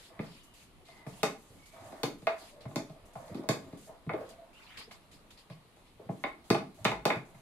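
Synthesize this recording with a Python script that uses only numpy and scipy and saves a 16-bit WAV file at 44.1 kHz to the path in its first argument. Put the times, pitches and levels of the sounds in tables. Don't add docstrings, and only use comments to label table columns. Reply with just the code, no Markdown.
import sys
import numpy as np
from scipy import signal
from scipy.fft import rfft, irfft, next_fast_len
from scipy.io import wavfile
from scipy.ndimage import uniform_filter1d

SR = 44100
rng = np.random.default_rng(int(sys.argv[2]) if len(sys.argv) > 2 else 0)


def wrap_up_sound(samples):
    columns = np.atleast_2d(samples).T
    tamed = np.clip(columns, -1, 1)
    steps = np.round(tamed * 32767).astype(np.int16)
    wavfile.write(sys.argv[1], SR, steps)


N = 327042

# f/Hz, level/dB, t60/s (the time to fade by 60 dB)
POT_TONES = [(122, -4, .1), (161, 0, .08), (214, 0, .06), (278, -2, .08), (348, -2, .05), (420, 0, .05),
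             (480, -2, .04), (565, -3, .04), (662, 0, .05), (785, -2, .04), (875, -3, .03), (1001, -5, .03),
             (1095, -4, .03), (1175, -4, .03), (1497, -3, .025), (1657, -4, .025), (2190, 1, .016),
             (2330, -2, .012), (2573, -3, .012), (3450, -6, .012), (3830, -7, .012), (4264, -11, .03),
             (4980, -10, .012)]
# t/s, length/s, drag level/dB, centre of the scrape/Hz, slosh level/dB
SPOON_STROKES = [(0.082, 0.16, -64.5, 820, -58), (0.448, 0.087, -78, 790, -72), (.76, 0.08, -76, 800, -64),
                 (0.91, 0.3, -68.5, 850, -62), (1.499, 0.083, -76, 680, -57.5),
                 (1.725, .27, -59.5, 700, -58.5), (2.393, 0.041, -62.5, 716, -62),
                 (2.533, .1, -67.5, 600, -60.5), (2.925, 0.046, -64, 665, -65),
                 (3.031, 0.12, -70, 655, -58.5), (3.161, 0.11, -59.5, 660, -54.5),
                 (3.285, 0.12, -57, 668, -55), (3.586, 0.17, -66, 660, -53), (3.864, 0.037, -62, 635, -62),
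                 (4.093, 0.12, -50, 570, -46.5), (4.274, 0.23, -67, 665, -65), (4.57, 0.15, -75, 1050, -69),
                 (4.753, 0.076, -81, 990, -56), (4.868, 0.065, -70, 800, -60),
                 (5.032, 0.25, -79.5, 630, -67), (5.734, 0.028, -79, 745, -81),
                 (5.992, 0.03, -64.5, 560, -57), (6.368, 0.16, -76, 770, -66.5),
                 (6.773, 0.018, -64.5, 705, -53), (7.226, 0.14, -72, 710, -80)]
STROKE_RISE_S, STROKE_T60_S = 0.01, 0.29


def spoon_knocks():
    # stove thump/dB, thud/dB, clank/dB, tick/dB
    hits = [(0.193, -34.5, 9, 3, -1, -40), (0.886, -49.5, -9, -20, -1.5, -13),
            (1.066, -40, 12, -2, -3.5, -35), (1.232, -21.5, -12.5, -2, -1, -4.5),
            (1.763, -56, -20, -18, -2, -24), (1.924, -41, -10, -2, -12, -27), (2.033, -28.5, 0, 7, 1, -1.5),
            (2.222, -53, 12.5, 8, -4, -13), (2.27, -21.5, -39, -14, -0.5, -24),
            (2.655, -40, 15, -4.5, -7, -49), (2.711, -43, -19, -1, -9.5, -24),
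            (2.759, -29.5, 0.5, 1.5, -3, -5), (2.898, -44.5, 3, -8, -16, -20),
            (3.155, -34, 1, -22, -12.5, -61), (3.281, -50, -14, -25, -4, -11),
            (3.346, -45, 4.5, 18.5, -3.5, -15), (3.388, -49, 6, 15.5, -19, -21),
            (3.437, -39.5, -10, -5, -18, -21), (3.489, -25, 1, 2.5, 0, -3), (3.509, -39, 1, 13, -1, -1),
            (3.728, -47, 9, 12.5, -9, -19), (3.89, -40, -11, -12.5, -25, -31),
            (3.949, -49, -27, -19, -20, -39), (4.066, -52.5, 30, 13, -6, -29),
            (4.094, -28.5, -18, -14.5, -1, -45), (4.136, -31, -43, 5.5, -7, -38),
            (4.911, -49.5, -7, -29, 7, -19), (5.5, -46.5, 12.5, -8, -0.5, -26),
            (5.766, -54.5, -16, -22, -12, -17), (5.994, -47.5, -23, 3, -25, -39),
            (6.091, -33.5, 11, 0.5, -13.5, -64), (6.239, -27.5, -24, -2.5, 4, -29),
            (6.503, -18.5, 0, 2.5, -5, -10.5), (6.547, -25, -4, -10, -2, -27),
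            (6.846, -25.5, 3.5, -43, -13, -5.5), (6.852, -21, 2, -3, 6.5, -14.5),
            (6.917, -28.5, -7, -12, 0.5, -22), (7.054, -17.5, -11.5, -2.5, -6.5, -11),
            (7.103, -25.5, -37, -1, 8, -31), (7.159, -48.5, 21.5, -3.5, -12, -6),
            (7.348, -58.5, 19.5, -1, 3, -24)]
    length = SR // 2
    out, t = np.zeros((2, N + length)), np.arange(length) / SR
    hz, level, t60 = np.transpose(POT_TONES)[:, :, None]
    signs = (-1.) ** np.arange(len(POT_TONES))[:, None]
    for start, body_db, thump_db, thud_db, clank_db, tick_db in hits:
        strength = signs * amp(level + 2 * rng.standard_normal(hz.shape))
        ring = np.sum(strength * amp(-60 * t / t60) * np.sin(2 * np.pi * hz * t), axis=0)
        ring *= 1 - np.exp(-t / (.00003 * amp(-clank_db)))
        crack = rng.standard_normal(length) * amp(3 - 60 * t / .006)
        crack[0] += amp(26)
        knock_db = 0.45 * clank_db
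        hollow_db = (knock_db + clank_db) / 2 - 6.5
        clink_db = 4 + 0.48 * tick_db + 0.52 * clank_db
        colour = [(30, thump_db - 43), (70, thump_db - 10), (130, thump_db), (330, thud_db), (670, 0.33),
                  (1150, knock_db), (1550, hollow_db), (2300, clank_db), (4000, clink_db),
                  (6500, tick_db), (10500, tick_db - 10), (13000, tick_db - 13), (15500, tick_db - 33)]
        blow = amp(body_db - 2.5) * shape_tone(ring + crack, colour)
        out[:, round(start * SR):][:, :length] += from_left(blow) + amp(-2) * kitchen_echo(blow)
    return out[:, :N]


def spoon_drag():
    # f/centre, level/dB
    scrape_band = [(.4, -80), (.8, 4.5), (1, 6), (1.2, -3.5), (3, -15.5), (6, -49)]

    def steel(f):
        response = 0
        for k, (hz, db, t60) in enumerate(POT_TONES):
            damping = 1j * f * 1.2 / t60
            response += (-1) ** k * amp(db) * damping / (hz * hz - f * f + damping)
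        return response + 2.7

    slips = rng.standard_normal(N) * amp(2.5 * rng.standard_normal(N))
    slips *= rng.random(N) < .1
    centres_hz = np.array([580, 665, 800, 1100])
    starts, _, _, stroke_hz, _ = np.transpose(SPOON_STROKES)
    current_stroke = np.clip(np.searchsorted(starts, np.arange(N) / SR) - 1, 0, None)
    place = np.interp(stroke_hz[current_stroke], centres_hz, np.arange(len(centres_hz)))
    rub = np.zeros(N)
    for k, centre in enumerate(centres_hz):
        scrape = unit(filtered(slips, lambda f: steel(f) * amp(curve_at(scrape_band, f / centre))))
        rub += np.sqrt(np.clip(1 - abs(place - k), 0, 1)) * scrape
    rub *= envelope(SPOON_STROKES, column=2, rise_s=STROKE_RISE_S, t60_s=STROKE_T60_S)
    return amp(-6.5) * from_left(rub) + amp(0.5) * kitchen_echo(rub)


def batter_slosh():
    # f/Hz, level/dB
    slosh_colour = [(40, -28), (90, 8.5), (150, 3), (300, 3), (500, -2.5), (900, -36.5)]
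    heave = envelope(SPOON_STROKES, column=4, rise_s=STROKE_RISE_S, t60_s=STROKE_T60_S)
    return heave * patchy_noise(slosh_colour, patchy_db=8.5, bins=2, frames=6)


def batter_pour():
    # f/Hz, level/dB
    smack_colour = [(300, -30), (900, -2), (1800, -1.5), (3000, -1), (5000, -10), (8000, -34)]
    start_s, length_s, t60_s = 4.53, 0.29, 0.13
    peak_db, swell_db_per_s = -52.5, 35
    since_break = np.arange(N) / SR - start_s - length_s
    flow_db = np.where(since_break < 0, swell_db_per_s * since_break, -60 * since_break / t60_s)
    smacks = patchy_noise(smack_colour, patchy_db=5, bins=5, frames=4)
    return amp(peak_db + flow_db) * (since_break > -length_s) * smacks


def cloth_rustle():
    # t/s, length/s, rustle level/dB, swish level/dB
    moves = [(-.03, 0.098, -57.5, -63), (.2, 0.19, -61, -67), (.43, 0.022, -77, -63.5),
             (.535, 0.1, -63.5, -63.5), (.85, 0.14, -65, -69.5), (1.065, 0.15, -62.5, -62),
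             (1.38, 0.26, -71.5, -68), (1.655, 0.035, -65, -62), (1.72, .3, -67.5, -67.5),
             (1.84, .05, -78, -64), (2.18, 0.2, -73, -69), (2.38, 0.12, -58.5, -61.5),
             (2.605, 0.014, -57, -66), (2.68, 0.084, -79, -69), (2.88, 0.064, -74, -76),
             (3.053, 0.012, -80, -64.5), (3.13, 0.19, -70, -66), (3.342, 0.036, -59.5, -65),
             (3.62, .14, -72, -75), (3.77, 0.11, -66.5, -62), (4.2, 0.085, -67, -72),
             (4.288, 0.015, -60, -59.5), (4.53, 0.24, -77, -71.5), (4.77, 0.028, -46, -57),
             (4.91, 0.013, -54, -60), (5.112, 0.032, -60.5, -64.5), (5.302, 0.015, -58.5, -63.5),
             (5.372, 0.026, -60, -67), (5.498, 0.041, -63, -72), (5.76, 0.044, -76, -76),
             (5.86, 0.031, -70, -80), (6.1, 0.19, -73, -69), (6.44, 0.097, -69, -67.5),
             (6.74, 0.09, -69.5, -67), (7.25, 0.07, -78, -71), (7.34, 0.072, -77, -70.5)]
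    # f/Hz, level/dB
    rustle_colour = [(900, -8.5), (1800, -3.5), (3500, 1), (5000, 0), (6000, -15), (9000, -53)]
    # f/Hz, level/dB
    swish_colour = [(3000, -22), (5000, -10), (6500, -1), (10500, -3.5), (12500, -6.5), (15500, -22)]
    rise_s, t60_s = 0.0044, .25
    rustle = patchy_noise(rustle_colour, patchy_db=2.5, bins=12, frames=5)
    rustle *= envelope(moves, column=2, rise_s=rise_s, t60_s=t60_s)
    swish = patchy_noise(swish_colour, patchy_db=1.5, bins=32, frames=4)
    swish *= envelope(moves, column=3, rise_s=rise_s, t60_s=t60_s)
    return rustle + swish


def spoon_squeaks():
    # t/s, length/s, starting f/Hz, slide/(Hz per s), relative level/dB
    squeaks = [(.3, .25, 2970, -120, -76), (.86, .2, 2100, -450, -66), (1.55, .25, 2180, 500, -71),
               (2.52, .11, 600, 0, -64), (4.29, .055, 660, 0, -57), (4.38, .09, 675, 0, -59)]
    tone = np.zeros(N)
    for start, length, hz, slide, db in squeaks:
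        t = np.arange(N) / SR - start
        fade = np.clip(np.minimum(t, length - t) / 0.0064, 0, 1)
        flutter = unit(filtered(rng.standard_normal(N), lambda f: 1 / (1 + (40 * f / hz) ** 2)))
        tone += fade * flutter * amp(db) * np.sin(2 * np.pi * (hz + slide * t / 2) * t)
    return amp(4) * from_left(tone) + kitchen_echo(tone)


def stove_sway():
    # t/s, f/Hz, level/dB, length/s
    sway = (6.88, 54, -50, .2)
    start, hz, db, length = sway
    t = np.arange(N) / SR - start
    swell = np.sin(np.pi * np.clip(t / length, 0, 1)) ** 2
    return amp(db) * swell * np.sin(2 * np.pi * hz * t)


def kitchen_echo(x):
    # f/Hz, t60/s
    ring_times = [(80, 0.29), (210, 0.5), (560, 0.26), (1500, 0.29), (4000, 0.26), (10000, 0.29)]
    # f/Hz, level/dB
    wall_colour = [(60, -6), (150, -4), (400, 2), (1000, 5), (4000, 4), (15000, 6)]
    length = SR // 2
    hz, t, spectra = signal.stft(rng.standard_normal((2, length)), SR, nperseg=256)
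    decay = amp(-60 * t / curve_at(ring_times, hz)[:, None])
    tail = signal.istft(spectra * decay, SR, nperseg=256)[1][:, :length]
    fade_in = 1 - np.exp(-np.arange(length) / SR / 0.00022)
    tail = from_all_around(tail) * fade_in
    tail = shape_tone(tail / np.linalg.norm(tail[0]), wall_colour)
    return signal.fftconvolve(x[None], tail, axes=1)[:, :len(x)]


def room_murmur():
    # f/Hz, level/dB
    murmur_colour = [(12, -25), (20, 4.5), (54, -7.5), (232, -9), (382, -12.5), (686, -15.5), (1200, -16),
                     (1540, -23), (2150, -20.5), (4190, -24), (5690, -33), (10800, -29.5), (14300, -40),
                     (15500, -55)]
    return amp(-61) * patchy_noise(murmur_colour, patchy_db=1, bins=6, frames=14)


def from_left(x, lag_s=.0001):
    return filtered(x, lambda hz: np.exp(1j * np.pi * hz * lag_s * np.array([[1], [-1]])))


def from_all_around(pair):
    # f/Hz, likeness (0 unrelated, 1 the same)
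    likeness = [(30, .3), (70, .75), (160, .96), (330, .85), (700, .6), (1500, .2), (3000, 0), (15000, 0)]
    angle = lambda hz: np.arccos(np.clip(curve_at(likeness, hz), -1, 1)) / 2
    mid, side = filtered(pair, lambda hz: np.array([np.cos(angle(hz)), np.sin(angle(hz))]))
    return np.array([mid + side, mid - side])


def patchy_noise(colour, patchy_db, bins, frames):
    spectra = signal.stft(rng.standard_normal((2, N)), nperseg=512)[2]
    patches = uniform_filter1d(rng.standard_normal(spectra.shape[1:]), bins, axis=0)
    patches = uniform_filter1d(patches, frames, axis=1)
    pair = signal.istft(spectra * amp(patchy_db * unit(patches)), nperseg=512)[1][:, :N]
    coloured = filtered(pair, lambda hz: amp(curve_at(colour, hz)))
    return unit(from_all_around(coloured))


def envelope(movements, column, rise_s, t60_s):
    t, power = np.arange(N) / SR, np.zeros(N)
    for row in movements:
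        start, length = row[:2]
        span = slice(max(round(start * SR), 0), round((start + length + t60_s) * SR))
        age = t[span] - start
        rise = np.clip(age / rise_s, 0, 1)
        fade_db = 60 * np.clip(age - length, 0, None) / t60_s
        power[span] += (rise * amp(row[column] - fade_db)) ** 2
    return np.sqrt(power)


def shape_tone(x, colour):
    size = next_fast_len(x.shape[-1])
    gain = amp(curve_at(colour, np.fft.rfftfreq(size, 1 / SR)))
    cepstrum = irfft(np.log(gain), size)
    cepstrum[1:size // 2] *= 2
    cepstrum[size // 2 + 1:] = 0
    return irfft(rfft(x, size) * np.exp(rfft(cepstrum)), size)[..., :x.shape[-1]]


def filtered(x, response):
    length = x.shape[-1]
    size = next_fast_len(length + 4096)
    return irfft(rfft(x, size) * response(np.fft.rfftfreq(size, 1 / SR)), size)[..., :length]


def curve_at(points, hz):
    point_hz, values = np.transpose(points)
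    return np.interp(np.log(hz + 1), np.log(point_hz + 1), values)


def amp(db):
    return 10 ** (np.asarray(db) / 20)


def unit(x):
    return x / np.sqrt(np.mean(x ** 2) + 1e-20)


def scene():
    stirring = spoon_knocks() + spoon_drag() + batter_slosh() + batter_pour()
    return stirring + cloth_rustle() + spoon_squeaks() + stove_sway() + room_murmur()


def record(dry):
    return filtered(dry, lambda hz: hz < 15600)


dry = scene()
out = record(dry)
wrap_up_sound(out)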